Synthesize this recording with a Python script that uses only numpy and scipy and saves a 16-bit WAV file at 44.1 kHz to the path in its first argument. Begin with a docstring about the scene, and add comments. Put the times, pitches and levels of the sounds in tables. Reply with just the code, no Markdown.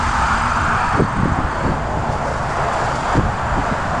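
"""Traffic rushes along a highway behind trees: tyres roar and sing over a low drone of engines.
One nearer car whines past in the first second, and a few exhaust notes swell and fade.
A breeze rustles the leaves and bumps the microphone with short buffets and pops of swirling air.
Crickets trill faintly in the garden, one tiny falling tone for each stroke of their wings."""
import sys
import numpy as np
from scipy import signal
from scipy.fft import rfft, irfft, next_fast_len
from scipy.io import wavfile
from scipy.ndimage import uniform_filter1d, minimum_filter1d, map_coordinates

SR = 44100
rng = np.random.default_rng(int(sys.argv[2]) if len(sys.argv) > 2 else 0)


def pcm_store(signal):
    """Save signal as 16-bit PCM."""
    levels = np.round(np.clip(np.atleast_2d(signal), -1, 1) * 32767)
    wavfile.write(sys.argv[1], SR, levels.astype(np.int16).T)


N = 176400  # 4 seconds
T = np.arange(N) / SR


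def amp(db):
    """Turn decibels into a number to multiply by."""
    return 10 ** (np.asarray(db) / 20)


def unit(x):
    """Scale a signal so that its average strength (rms) is 1."""
    return x / np.sqrt(np.mean(x ** 2) + 1e-20)


def curves(rows):
    """Join a table's points with straight lines: one curve for each column after the time."""
    times, *columns = np.transpose(rows)
    return [np.interp(T, times, column) for column in columns]


def wobble(rate):
    """A smooth random curve that passes through `rate` new values a second."""
    return map_coordinates(rng.standard_normal(int(N * rate / SR) + 4), [T * rate])


def swell(peak_s, half_width_s):
    """A bell-shaped rise and fall around one moment."""
    return np.exp(-.5 * ((T - peak_s) / half_width_s) ** 2)


def filtered(x, response):
    """Make each frequency in x louder or softer by response(hz)."""
    size = next_fast_len(N + SR // 2)
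    return irfft(rfft(x, size) * response(np.fft.rfftfreq(size, 1 / SR)), size)[:N]


def rush(spectrum, patchy_db):
    """Rushing noise of strength 1 with the given tone colour and random louder and softer patches."""
    grid = signal.stft(rng.standard_normal(N), nperseg=1024)[2]  # frequency by time
    patches = uniform_filter1d(rng.standard_normal(grid.shape), size=4, axis=0)
    patches = unit(uniform_filter1d(patches, size=10, axis=1))
    noise = signal.istft(grid * amp(patchy_db * patches), nperseg=1024)[1][:N]
    freqs, db = np.transpose(spectrum)
    return unit(filtered(noise, lambda hz: amp(np.interp(np.log(hz + 1), np.log(freqs), db))))


# How loud the high hiss is (time [s], level [dB])
HISS_LEVELS = [(0, -34), (.25, -34.5), (.65, -38), (.98, -39.5), (1.06, -43.5), (1.45, -43.5),
               (1.66, -41.5), (1.8, -44), (2.08, -43), (2.12, -42.5), (2.4, -44), (2.68, -39.5),
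               (2.8, -37.5), (3.17, -36.5), (3.21, -41.5), (3.5, -41.5), (3.62, -39.5), (4, -40.5)]
# Tone colour of the hiss (frequency [Hz], relative level [dB])
HISS_SPECTRUM = [(500, -17), (2200, 3), (3000, 3.5), (3900, -0.5), (4700, 2), (5400, -2), (7400, -2),
                 (8500, -7), (10300, -16.5), (11000, -36)]

def hiss():
    """Road and trees together make a thin, airy hiss."""
    level_db, = curves(HISS_LEVELS)
    return amp(level_db) * rush(HISS_SPECTRUM, patchy_db=1.0)


# Short rustles (time [s], half width [s], level [dB])
LEAF_RUSTLES = [(2.13, 0.026, -49), (2.31, 0.099, -44.5), (2.56, .1, -45), (2.738, 0.0069, -38),
                (2.85, .06, -44), (2.961, 0.0059, -39.5)]
# Tone colour of the leaves (frequency [Hz], relative level [dB])
LEAF_SPECTRUM = [(1500, -31), (3500, -4.5), (5200, 3.5), (7800, -2), (10200, -11.5), (11000, -32)]

def leaves():
    """The breeze catches the leaves in bright, fluttering rustles."""
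    rustles = sum(amp(db) * swell(time_s, half_s) for time_s, half_s, db in LEAF_RUSTLES)
    flutter = amp(2.1 * wobble(70))
    return rustles * flutter * rush(LEAF_SPECTRUM, patchy_db=-0.7)


# Trills (start [s], end [s], pitch [Hz], strokes [per s], pitch fall in a stroke [Hz],
# share of the time sounding [0-1], level relative to the hiss [dB], fade-in [s], fade-out [s])
CRICKET_TRILLS = [(-.105, 4.1, 7130, 24.5, 70.2, 0.62, -6.5, .3, 0.045),
                  (-.491, 1.85, 8270, 25.5, 90, 0.45, -3.5, 1.1, 0.51),
                  (-.1, 2.1, 6260, 17, 700, 0.6, -7, .05, 1.1),
                  (-.1, 4.1, 4650, 58.6, 200, 0.6, -9.5, .6, .8),
                  (.32, .57, 4890, 39, 61, 0.75, -5, .02, .015),
                  (.755, 1.095, 4470, 47, 160, .7, -2.5, .008, .04),
                  (1.485, 1.76, 4450, 33, 121, 0.5, 0, .015, .05)]

def crickets():
    """Each wing stroke is a short falling tone; the trills get louder and softer with the hiss."""
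    hiss_db, = curves(HISS_LEVELS)
    out = np.zeros(N)
    for start, end, hz, rate, fall_hz, share, db, fade_in_s, fade_out_s in CRICKET_TRILLS:
        stroke_count = (T - start) * rate + 0.045 * wobble(6)  # slightly uneven timing
        stroke = np.clip((stroke_count % 1) / share, 0, 1)  # runs from 0 to 1, then waits
        pitch = hz + fall_hz * (.5 - stroke) + 24.1 * wobble(40)
        roughness = 0.43 * wobble(400)
        phase = 2 * np.pi * np.cumsum(pitch) / SR + roughness
        fade = np.clip(np.minimum((T - start) / fade_in_s, (end - T) / fade_out_s), 0, 1)
        level_db = hiss_db + db + 2.2 * wobble(18)
        out += amp(level_db) * fade * np.sin(np.pi * stroke) * np.sin(phase)
    return out


def garden_echo(sound, echo_db=-9.5, ring_s=.15):
    """Fence and bushes smear a sound with an echo that fades by 60 dB in ring_s."""
    echo = (rng.standard_normal(N) * np.exp(-np.log(1000) * T / ring_s))[:SR // 2]
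    return sound + amp(echo_db) * signal.fftconvolve(sound, echo / np.linalg.norm(echo))[:N]


# Bumps of wind (time [s], half width [s], level [dB], upper edge of the noise [Hz])
WIND_BUFFETS = [(0.975, 0.023, -19.5, 400), (1.001, 0.0067, -10, 590), (1.024, 0.0031, -10, 503),
                (1.19, 0.022, -18, 280), (1.28, 0.038, -22, 328), (1.4, 0.066, -24.5, 318),
                (1.691, 0.038, -18, 338), (2.006, 0.055, -29, 280), (3.156, 0.004, -14.5, 348),
                (3.182, 0.012, -11, 520), (3.193, 0.0048, -9.5, 149), (3.264, 0.018, -21.5, 130),
                (3.589, 0.019, -18, 344), (3.722, 0.0082, -18.5, 305)]

def wind_buffets(wake_db=-6, wake_decay_s=0.025, wake_edge_hz=149):
    """Churning air hits the microphone in short bursts, each trailing a low rumble, its wake."""
    out = np.zeros(N)
    wake = unit(filtered(rng.standard_normal(N), lambda hz: hz / (1 + (hz / wake_edge_hz) ** 4)))
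    for time_s, half_s, db, edge_hz in WIND_BUFFETS:
        def colour(hz):
            gentle_slope = (1 + (hz / 160) ** 2) ** -0.305
            steep_edge = 1 / np.sqrt(1 + (hz / edge_hz) ** 10.2)
            deep_bass_cut = hz / (hz + 40)
            return gentle_slope * steep_edge * deep_bass_cut
        shape = swell(time_s, half_s)
        burst = shape * filtered(rng.standard_normal(N), colour)
        out += amp(db) * burst * np.linalg.norm(shape) / np.linalg.norm(burst)
        wake_shape = np.where(T < time_s, shape, np.exp(-np.abs(T - time_s) / wake_decay_s))
        out += amp(db + wake_db) * wake_shape * wake
    return out


# Tiny swirls of air (time [s], depth of the dip before the leak [dB], half width [s])
WIND_POPS = [(1.234, 0.5, 0.00086), (1.257, -2, 0.00058), (1.321, -4, 0.0012), (1.389, -5, 0.0008),
             (1.45, -4, 0.0025), (1.973, -8, 0.00084), (2.097, -7, 0.0017)]

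def wind_pops(leak_hz=85):
    """Each swirl is one dip in pressure; the microphone lets slow changes leak out, so it rebounds."""
    dips = -sum(amp(db) * swell(time_s, half_s) for time_s, db, half_s in WIND_POPS)
    return filtered(dips, lambda hz: 1j * hz / (leak_hz + 1j * hz))


# Tone colour of the engine drone (frequency [Hz], relative level [dB])
DRONE_SPECTRUM = [(10, -3), (28, -2.5), (60, 1), (100, -2), (145, -4), (190, -7), (250, -9.5), (320, -16),
                  (420, -17), (2000, -80)]
# Engines that stand out as they pass (loudest time [s], half width [s], pitch [Hz], level [dB])
EXHAUST_NOTES = [(0.182, 0.23, 68.6, -26), (0.394, 0.45, 232.5, -32), (1.94, 0.25, 144.3, -26),
                 (1.998, 0.28, 228.2, -33), (2.778, 0.23, 135.9, -28.5)]

def engines(drone_db=-25):
    """Engines blend into a steady drone, and a few wavering exhaust notes swell out of it."""
    out = amp(drone_db + .8 * wobble(14)) * rush(DRONE_SPECTRUM, patchy_db=1.4)
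    for time_s, half_s, hz, db in EXHAUST_NOTES:
        waver = 1.07 * wobble(24)
        note = np.sin(2 * np.pi * hz * T + waver)
        out += amp(db + 3.3 * wobble(22)) * swell(time_s, half_s) * note
    return out


# How loud the nearer car is (time [s], level [dB])
WHINE_LEVELS = [(0, -26), (.33, -18), (.55, -20.5), (.65, -19.5), (.8, -17.8), (.9, -21), (.945, -18),
                (1.04, -32), (1.4, -71)]
# Its tone colour, with two narrow humps (frequency [Hz], relative level [dB])
WHINE_SPECTRUM = [(500, -28.5), (740, -7), (910, -0.5), (1030, -7), (1270, 1.5), (1420, -2), (1700, -11.5),
                  (1950, -20.5), (2400, -17.5), (3300, -31), (6000, -65)]

def near_car():
    """One nearer car's tyres whine above the rest, then drop away."""
    level_db, = curves(WHINE_LEVELS)
    return amp(level_db) * rush(WHINE_SPECTRUM, patchy_db=2.0)


# How loud the traffic's tyres are (time [s], low roar [dB], higher singing [dB])
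TYRE_LEVELS = [(0, -32, -21.5), (.85, -29.5, -26.5), (1.1, -28, -24.5), (1.3, -26.5, -24.5),
               (1.46, -25, -26), (1.65, -24, -25.5), (1.9, -24, -31.5), (2.25, -21.5, -30.5),
               (2.41, -27, -26), (2.58, -21, -24), (2.9, -22.5, -24), (3.03, -20, -29),
               (3.14, -21.5, -20.5), (3.23, -25.5, -27), (3.6, -25, -23.5), (4, -26, -24.5)]
# Tone colours of the roar and the singing (frequency [Hz], relative level [dB])
ROAR_SPECTRUM = [(150, -29.5), (350, -12), (480, -7.5), (660, -1.5), (900, -3), (1200, -9.5), (1800, -19),
                 (3000, -31), (6000, -63.5)]
SINGING_SPECTRUM = [(300, -28.5), (650, -11.5), (900, -1.5), (1100, -1), (1350, -2.5), (1600, -5),
                    (2000, -14), (2500, -21.5), (3600, -29.5), (7000, -59.5)]

def tyres():
    """Tyres on the road: a low roar and a higher singing trade places as vehicles come and go."""
    roar_db, singing_db = curves(TYRE_LEVELS)
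    roar = amp(roar_db + 0.26 * wobble(12)) * rush(ROAR_SPECTRUM, patchy_db=1.8)
    singing = amp(singing_db + 0.32 * wobble(12)) * rush(SINGING_SPECTRUM, patchy_db=0.5)
    return roar + singing


def scene():
    """Add garden, breeze and highway together in one channel."""
    background = hiss() + leaves() + garden_echo(crickets())
    breeze = wind_buffets() + wind_pops()
    highway = engines() + near_car() + tyres()
    return (background + breeze + highway)[None]


def record(dry, ceiling=.7, top_hz=11500):
    """Turn the volume down briefly at peaks above the ceiling, then cut the highest treble."""
    needed_gain = np.minimum(1, ceiling / (np.abs(dry[0]) + 1e-9))
    smooth_gain = uniform_filter1d(minimum_filter1d(needed_gain, size=401), size=401)
    return filtered(dry[0] * smooth_gain, lambda hz: 1 / np.sqrt(1 + (hz / top_hz) ** 80))[None]


dry = scene()
out = record(dry)
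pcm_store(out)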